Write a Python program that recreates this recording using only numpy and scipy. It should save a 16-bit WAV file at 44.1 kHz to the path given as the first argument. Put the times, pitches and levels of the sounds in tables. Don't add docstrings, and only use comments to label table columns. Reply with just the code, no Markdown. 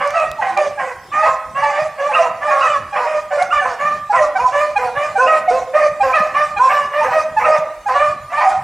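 import sys
import numpy as np
from scipy import signal
from scipy.fft import rfft, irfft, next_fast_len
from scipy.io import wavfile
from scipy.ndimage import uniform_filter1d, minimum_filter1d, map_coordinates

SR = 44100
rng = np.random.default_rng(int(sys.argv[2]) if len(sys.argv) > 2 else 0)


def persist_wave(psi):
    counts = np.round(np.clip(psi, -1, 1) * 32767).astype(np.int16)
    wavfile.write(sys.argv[1], SR, np.atleast_2d(counts).T)


def voltage_ratio(level):
    return 10 ** (np.asarray(level, float) / 20)


N = 380583

PEAK_AT = 0.402


def unit(x):
    return x / np.sqrt(np.mean(x ** 2) + 1e-20)


def along(points, hz):
    f, v = np.transpose(points)
    return np.interp(np.log(hz + 1), np.log(f + 1), v)


def wobble(count, rate):
    knots = rng.standard_normal(400)
    return map_coordinates(knots, [np.arange(count) * rate / SR], mode="wrap")


def filtered(x, response):
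    m = next_fast_len(x.shape[-1] + 8192)
    hz = np.fft.rfftfreq(m, 1 / SR)
    return irfft(rfft(x, m) * response(hz), m)[..., :x.shape[-1]]


def patchy(channels, depth_db, order, size):
    z = signal.stft(rng.standard_normal((channels, N + SR)), nperseg=1024)[2]
    field = uniform_filter1d(rng.standard_normal(z.shape[1:]), order, 0)
    field = uniform_filter1d(field, size, 1)
    return signal.istft(z * voltage_ratio(depth_db * unit(field)), nperseg=1024)[1][:, :N]


def add(track, s, x):
    i = round(s * SR)
    x = x[max(-i, 0):N - i]
    track[max(i, 0):][:len(x)] += x


def held_cries(rows, bend, swell, rasp):
    third_follows = 0.36
    cries, rasps_db = [], []
    for s, length, hz, db, mouth_db in rows:
        opened_db, closed_db = max(mouth_db, 0), min(mouth_db, 0)
        mouth = [-opened_db, closed_db, third_follows * closed_db]
        cries.append([(s + u * length, hz * ratio, *(db + np.add(partials, mouth)))
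                      for u, ratio, partials in zip((0, PEAK_AT, 1), bend, swell)])
        rasps_db.append(rasp[0] - rasp[1] * (db + 20))
    return np.array(cries), rasps_db


def slid_cries(rows, swell, rasp):
    early = 0.764
    cries, rasps_db = [], []
    for s, length, from_hz, to_hz, db in rows:
        cries.append([(s + u * length, from_hz + u ** early * (to_hz - from_hz), *np.add(db, partials))
                      for u, partials in zip((0, PEAK_AT, 1), swell)])
        rasps_db.append(rasp[0] - rasp[1] * (db + 20))
    return np.array(cries), rasps_db


def hound(cries, rasps_db, attack, release, jitter, flutter_db, halves_db, blur_db, air_db, upper_db):
    tone, breath = np.zeros(N), np.zeros(N)
    for cry, rasp_db in zip(cries, rasps_db):
        s, hz, *levels = cry.T
        t = np.arange(s[0] - attack, s[-1] + release, 1 / SR)
        n, since = len(t), t - t[0]
        shape = np.clip(since / attack, 0, 1) * np.clip((t[-1] - t) / release, 0, 1)
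        scoop = 1 - 0.0503 * np.exp(-since / 0.0144)
        glide = uniform_filter1d(np.interp(t, s, hz), size=900)
        pitch = glide * scoop * (1 + jitter * wobble(n, rate=122.2))
        phase = 2 * np.pi * np.cumsum(pitch) / SR
        stack = [np.interp(t, s, db) for db in levels]
        top_db = np.max(stack, axis=0)
        upper_base_db = (top_db + stack[2]) / 2 + upper_db
        for k in range(4, 7):
            stack.append(upper_base_db - np.minimum(9 * ((k * pitch - 2550) / 330) ** 2, 24))
        blur = min(voltage_ratio(rasp_db + blur_db), .5)
        x = np.zeros(n)
        for k, db in enumerate(stack, 1):
            level = voltage_ratio(db + flutter_db * wobble(n, rate=35.7))
            x += level * (1 + blur * wobble(n, rate=175.1)) * np.sin(k * phase)
        x = x * (1 + voltage_ratio(halves_db + 3 * wobble(n, rate=9)) * np.sin(phase / 2))
        add(tone, t[0], np.sqrt(2) * shape * x)
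        burst = shape * (1 + 2.4 * np.exp(-since / 0.03))
        gate = 1 + .7 * np.sin(phase)
        add(breath, t[0], burst * voltage_ratio(top_db + rasp_db + air_db) * gate)
    return np.array([tone, breath])



def clear_notes():
    clear_cries = [(.015, 0.19, 587, -23, -1), (1.145, 0.17, 625.5, -18, 10.5),
                   (1.575, 0.22, 578.5, -18.5, 2), (1.755, 0.092, 607.4, -14.5, -9.5),
                   (2.005, 0.13, 581, -20.5, 1), (2.435, 0.171, 601.6, -21, 2), (2.955, .08, 601, -26, 3),
                   (3.815, 0.1465, 597.7, -19.5, 9.5), (4.545, 0.15, 593, -15.5, -5.5),
                   (4.975, 0.14, 594.3, -18, -6), (6.365, 0.12, 593.2, -16, 8),
                   (6.945, 0.13, 608.7, -20, 1.5), (7.965, 0.137, 598.3, -16, 1.5),
                   (8.345, 0.212, 610.8, -20.5, 5)]
    clear_swell = [(-6, -1.5, -9), (1, -0.5, -10), (-9, -9, -26.5)]
    cries = held_cries(clear_cries, bend=(.965, 1.003, 1.015), swell=clear_swell, rasp=(-26, .4))
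    return hound(*cries, attack=.03, release=0.041, jitter=0.013, flutter_db=3.26,
                 halves_db=-16.5, blur_db=12, air_db=14, upper_db=-7.0)


def early_closed_notes():
    closing_cries = [
        (.585, 0.083, 596, -14, -11),
        (3.075, 0.12, 616.5, -18.5, -6.5),
        (3.325, 0.12, 581.6, -20, -9.5),
        (5.285, 0.092, 633, -10.5, -7),
        (5.755, .11, 609.5, -13, -5.5),
        (6.185, .13, 615.5, -22.5, -0.5),
        (6.715, .13, 583.5, -15.5, 6),
        (7.135, 0.083, 629, -16.5, -5),
        (7.465, 0.11, 621.2, -15.5, -0.5),
    ]
    closing_swell = [(-1.5, 0, -10), (-1.5, -1, -12), (-5, -6, -18.5)]
    cries = held_cries(closing_cries, bend=(1.01, 1.003, 0.97), swell=closing_swell, rasp=(-26, .4))
    return hound(*cries, attack=.022, release=0.022, jitter=0.0089, flutter_db=3.0,
                 halves_db=-17, blur_db=18, air_db=14, upper_db=-11)


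def falling_slides():
    falls = [
        (.14, 0.13, 656.5, 620.6, -23),
        (2.152, 0.041, 668, 590, -15),
        (2.63, .14, 671, 561, -16),
        (3.53, 0.095, 615.5, 570, -14.5),
        (4.13, 0.085, 687.5, 632.4, -27),
        (6.14, 0.0453, 669.4, 582, -11),
    ]
    fall_swell = [(-17, -3, -13), (-9, -1, -8), (-14.5, -10, -15.5)]
    cries = slid_cries(falls, swell=fall_swell, rasp=(-26, .2))
    return hound(*cries, attack=.008, release=0.031, jitter=0.017, flutter_db=4.5,
                 halves_db=-17, blur_db=10, air_db=10, upper_db=-4)


def dark_slides():
    slides = [(.16, 0.037, 684, 669, -12), (.215, 0.056, 644, 606, -15), (.415, .14, 848, 718, -23),
              (1.25, 0.042, 647, 629, -7), (1.66, 0.11, 899, 776, -25), (2.205, 0.04, 687, 593.3, -10.5),
              (3.39, 0.075, 719, 709.4, -16), (4.15, 0.1105, 688, 575, -13),
              (5.622, 0.019, 790, 650, -27.5), (6.695, 0.039, 743, 786, -19.5),
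              (8.315, 0.027, 657, 748, -23), (8.425, 0.12, 825, 716, -16.5)]
    slide_swell = [(-5.5, -13.5, -21), (2, -19, -17), (-11, -16, -71)]
    cries = slid_cries(slides, swell=slide_swell, rasp=(-26, .2))
    return hound(*cries, attack=0.022, release=0.019, jitter=0.016, flutter_db=6.5,
                 halves_db=-17, blur_db=10, air_db=10, upper_db=-17)


def hoarse_bays():
    hoarse_cries = [(.015, 0.051, 513, -23, 4.5), (.425, .11, 521.6, -28, 6.5), (.8, .12, 530.6, -27, 2.5),
                    (2.125, 0.15, 523.3, -23, 1.5), (2.515, 0.15, 550, -19.5, 6.5),
                    (2.965, 0.09, 508, -23, 3), (3.655, 0.081, 511.7, -26.5, -1.5),
                    (4.795, 0.099, 494.3, -22, -4.5), (6.04, 0.093, 532.3, -17, -2),
                    (7.045, 0.084, 512, -22, 4.5), (7.405, 0.16, 494, -27.5, 2.5),
                    (7.895, 0.076, 516, -22.5, 7.5), (8.415, 0.071, 510, -21.5, 19)]
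    hoarse_swell = [(-3, 0.89, -4.5), (0.5, 0.66, -17.5), (-7.5, -3.4, -14)]
    cries = held_cries(hoarse_cries, bend=(1.02, 1.003, 0.94), swell=hoarse_swell, rasp=(-20, 1.2))
    return hound(*cries, attack=.015, release=0.019, jitter=0.018, flutter_db=3.5,
                 halves_db=-3.5, blur_db=1.5, air_db=7.5, upper_db=-18)


def arched_bays():
    arched_cries = [
        (1.265, 0.075, 530, -19, 10.5),
        (4.135, 0.067, 519.7, -20, 4.5),
        (4.39, 0.08, 501, -22.5, 13),
        (5.19, 0.077, 521, -14.5, -5.5),
        (5.515, 0.077, 523.4, -18, -10),
        (6.6, 0.088, 525.3, -15.5, 13),
    ]
    arched_swell = [(-1, -4.5, -7.5), (4.5, 4, -16), (-5, -2.5, -28.5)]
    cries = held_cries(arched_cries, bend=(0.94, 1.005, 1.003), swell=arched_swell, rasp=(-27, .8))
    return hound(*cries, attack=.015, release=0.024, jitter=0.0076, flutter_db=5.0,
                 halves_db=-16, blur_db=11.5, air_db=7.5, upper_db=-17)


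def yips():
    # centre t/s, pitch f/Hz, level/dB, partials 2 and 3 under it/dB
    cracks = [(.399, 881, -21, -43, -35.5), (.579, 791, -17, -28, -8.5), (.789, 823, -24.5, -3, -21),
              (1.239, 863, -14.5, -11, -12.5), (1.639, 885, -14.5, -26, -24), (2.104, 858, -19, -14, -38),
              (2.489, 849, -18.5, -11, -25), (2.939, 812, -22.5, -9.5, -10), (3.324, 753, -25.6, -5, -12),
              (3.629, 755, -17, -8, -22), (4.111, 830, -12, -22, -36), (4.367, 767, -13, -7.5, -15.5),
              (4.494, 760, -20.5, -21, -43), (4.772, 815.4, -12, -13, -8.5), (5.169, 787, -12, -12.5, -21),
              (5.492, 731.6, -7, -35, -18), (6.017, 804, -11, -25, -14.5), (6.577, 817, -18.5, -12, -4),
              (7.024, 905, -14.5, -16, -26), (7.38, 867, -11.5, -8, -20), (7.874, 819, -14, -16, -25),
              (8.389, 906, -18, -26, -21)]
    out, t = np.zeros(N), np.arange(0, .17, 1 / SR)
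    rise = np.clip(t / 0.011, 0, 1)
    sag = np.where(t < .028, 1, voltage_ratio(-13.5 - 60 * (t - .028) / 1.7))
    shape = uniform_filter1d(rise * sag * np.clip((t[-1] - t) / 0.044, 0, 1), size=200)
    for s, hz, level_db, second_db, third_db in cracks:
        upper_db = third_db - 21
        levels = np.add(level_db, [0, second_db, third_db, upper_db, upper_db])
        pitch = hz * (1.015 - 1.0 * t) * (1 + 0.14 * t * wobble(len(t), rate=59))
        phase = 2 * np.pi * np.cumsum(pitch) / SR
        flutter = voltage_ratio(40 * t * wobble(len(t), rate=50))
        x = sum(voltage_ratio(db) * shape ** (1 + k / 2) * np.sin((k + 1) * phase) for k, db in enumerate(levels))
        add(out, s - .017, np.sqrt(2) * flutter * x)
    return out


def squeaks():
    high_catches = [
        (2.132, 1200, -36, 13.5),
        (2.604, 1226, -25.5, -8),
        (3.503, 1234, -25, -9.5),
        (5.26, 1213, -40.5, 9),
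        (6.127, 1106, -32, 10.5),
        (7.434, 1147, -23, -10),
    ]
    out, t = np.zeros(N), np.arange(0, 0.028, 1 / SR)
    u = t / t[-1]
    shape = np.sqrt(np.abs(np.sin(np.pi * u ** 1.46)))
    scoop = 1 + 0.177 * (1 - (1 - u) ** 2)
    for s, hz, db, octave_db in high_catches:
        phase = 2 * np.pi * np.cumsum(hz * scoop) / SR
        add(out, s, voltage_ratio(db + 10) * shape * (np.sin(phase) + voltage_ratio(octave_db) * np.sin(2 * phase)))
    return out


def moan():
    whine = (.5, 0.19, 327, 420.5, -39)
    s, length, from_hz, to_hz, db = whine
    out, u = np.zeros(N), np.linspace(0, 1, round(length * SR))
    pitch = (from_hz + (to_hz - from_hz) * u) * (1 + .01 * wobble(len(u), rate=40))
    shape = np.sqrt(np.abs(np.sin(np.pi * u)))
    add(out, s, voltage_ratio(db + 2) * shape * np.sin(2 * np.pi * np.cumsum(pitch) / SR))
    return out


def throat(f):
    formants = [(753, 66, 9.5), (1110, 125, 5), (1920, 690, -0.5), (2285, 450, -20.5)]
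    peaks = 0
    for k, (centre, width, db) in enumerate(formants):
        damping = 1j * f * width
        peaks = peaks + (-1) ** k * voltage_ratio(db) * damping / (centre * centre - f * f + damping)
    return peaks / (1 + (470 / (f + 1)) ** 12) / (1 + (f / 2900) ** 9)


def throat_rasp(breath):
    noise = patchy(channels=1, depth_db=6, order=2, size=5)[0]
    return filtered(breath * noise, throat) * voltage_ratio(7.5)


def teeth_hiss(tone, breath, near_db):
    # f/Hz, level/dB
    hiss_spectrum = [(2700, -5), (4700, 2), (6500, 1), (9800, -8.5), (12000, -29), (15500, -46)]
    effort = signal.lfilter([.0015], [1, -.9985], np.abs(tone) ** .7)
    gust = signal.lfilter([.003], [1, -.997], np.abs(breath) ** .7)
    noise = patchy(channels=1, depth_db=4.0, order=14, size=5)[0]
    hiss = unit(filtered(noise, lambda hz: voltage_ratio(along(hiss_spectrum, hz))))
    top = filtered(hiss, lambda hz: np.exp(-((hz - 13000) / 900) ** 2)) * voltage_ratio(near_db)
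    return (effort * hiss + gust * (0.36 * hiss + 2.5 * top)) * voltage_ratio(-30)


def pack():
    # t/s, gain of the finest hiss/dB
    nearness = [
        (0, 0),
        (3.2, 3.5),
        (3.7, 18),
        (5.3, 21),
        (7.201, 27),
        (8.6, 8.5),
    ]
    tone, breath = (clear_notes() + early_closed_notes() + falling_slides() + dark_slides()
                    + hoarse_bays() + arched_bays())
    near_db = np.interp(np.arange(N) / SR, *np.transpose(nearness))
    chest = filtered(tone, lambda hz: 1 / (1 + (230 / (hz + 1)) ** 8)) * voltage_ratio(-34 + 0.78 * near_db)
    tone = filtered(tone, lambda hz: 1 / (1 + (450 / (hz + 1)) ** 12))
    tone = tone + chest + yips() + squeaks() + moan()
    return tone + throat_rasp(breath) + teeth_hiss(tone, breath, near_db)


def trees(x):
    # f/Hz, decay by 60 dB t/s
    decay = [(500, 0.67), (2000, 0.75), (9000, 0.1)]
    out, step = np.zeros((2, N + 2 * SR)), SR // 4
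    for i in range(0, N, step):
        hz, t, z = signal.stft(rng.standard_normal((2, SR // 2 + SR // 5)), SR, nperseg=256)
        fade = voltage_ratio(-60 * t / along(decay, hz)[:, None]) * np.clip(t / 0.0043, 0, 1)
        tail = signal.istft(z * fade, SR, nperseg=256)[1]
        mid, side = tail / np.linalg.norm(tail[0])
        pair = np.array([mid + 0.036 * side, mid - 0.099 * side])
        wet = signal.fftconvolve(x[None, i:i + step], pair, axes=1)
        out[:, i:i + wet.shape[1]] += wet
    return out[:, :N]


def twigs():
    # t/s, peak level/dB
    snaps = [
        (0.0762, -17),
        (0.1067, -16),
        (0.2004, -20),
        (0.3157, -16),
        (0.5751, -15),
        (1.6412, -26),
        (3.4251, -9),
        (3.4315, -17),
    ]
    out, t = np.zeros(N), np.arange(0, .01, 1 / SR)
    for s, db in snaps:
        add(out, s, voltage_ratio(db + 6 - 60 * t / .003) * rng.standard_normal(len(t)))
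    return filtered(out, lambda hz: 1 / (1 + (1800 / (hz + 1)) ** 2) / (1 + (hz / 7500) ** 3))


def paws():
    # t/s, peak level/dB
    footfalls = [
        (1.819, -32),
        (4.971, -29),
        (6.202, -24),
        (7.585, -29.5),
        (8.081, -31.5),
    ]
    out, t = np.zeros(N), np.arange(0, .12, 1 / SR)
    for (s, db), hz in zip(footfalls, rng.uniform(110, 225, len(footfalls))):
        envelope = voltage_ratio(db + 10.5 - 60 * t / 0.044) * (1 - np.exp(-t / 0.0043))
        add(out, s, envelope * np.sin(2 * np.pi * hz * t * (1 - 3.4 * t)))
    return out


def air():
    # f/Hz, level/dB per Hz
    hum_spectrum = [(15, -50), (30, -9), (65, -4), (160, -2.5), (260, -9), (3000, -20), (7700, -24),
                    (15500, -37)]
    # f/Hz, left-right likeness/1
    likeness = [(200, 0.94), (3000, 1), (9000, 0.36)]

    def mid_side_gains(hz):
        angle = np.arccos(np.clip(along(likeness, hz), -1, 1)) / 2
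        return voltage_ratio(along(hum_spectrum, hz)) * [np.cos(angle), np.sin(angle)]

    mid, side = filtered(patchy(channels=2, depth_db=5.0, order=4, size=6), mid_side_gains)
    return voltage_ratio(-43.5) * unit(np.array([mid + side, mid - side])) * voltage_ratio([[.8], [-.8]])


def scene():
    # t/s, left minus right level/dB
    drift = [(0, -2.5), (8.603, -1.7)]
    dogs = pack()
    pan_db = np.interp(np.arange(N) / SR, *np.transpose(drift))
    field = (voltage_ratio(0.5) * dogs + voltage_ratio(-11) * trees(dogs)) * voltage_ratio([pan_db / 2, -pan_db / 2])
    return field + twigs() * voltage_ratio([[1.5], [-1.5]]) + paws() + air()


def band_limit(x):
    return signal.sosfilt(signal.butter(12, 15710, fs=SR, output="sos"), x)


def record(dry):
    need = np.minimum(1, .87 / (np.abs(dry).max(axis=0) + 1e-9))
    held = dry * uniform_filter1d(minimum_filter1d(need, size=900), size=800)
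    note = uniform_filter1d(np.abs(held[1]), size=1024)
    for edge_hz, limit in ((13900, .085), (10600, .22)):
        dulled = uniform_filter1d(1. * (note > limit), size=512)
        held = held - dulled * filtered(held, lambda hz: hz > edge_hz)
    return band_limit(held)


dry = scene()
out = record(dry)
persist_wave(out)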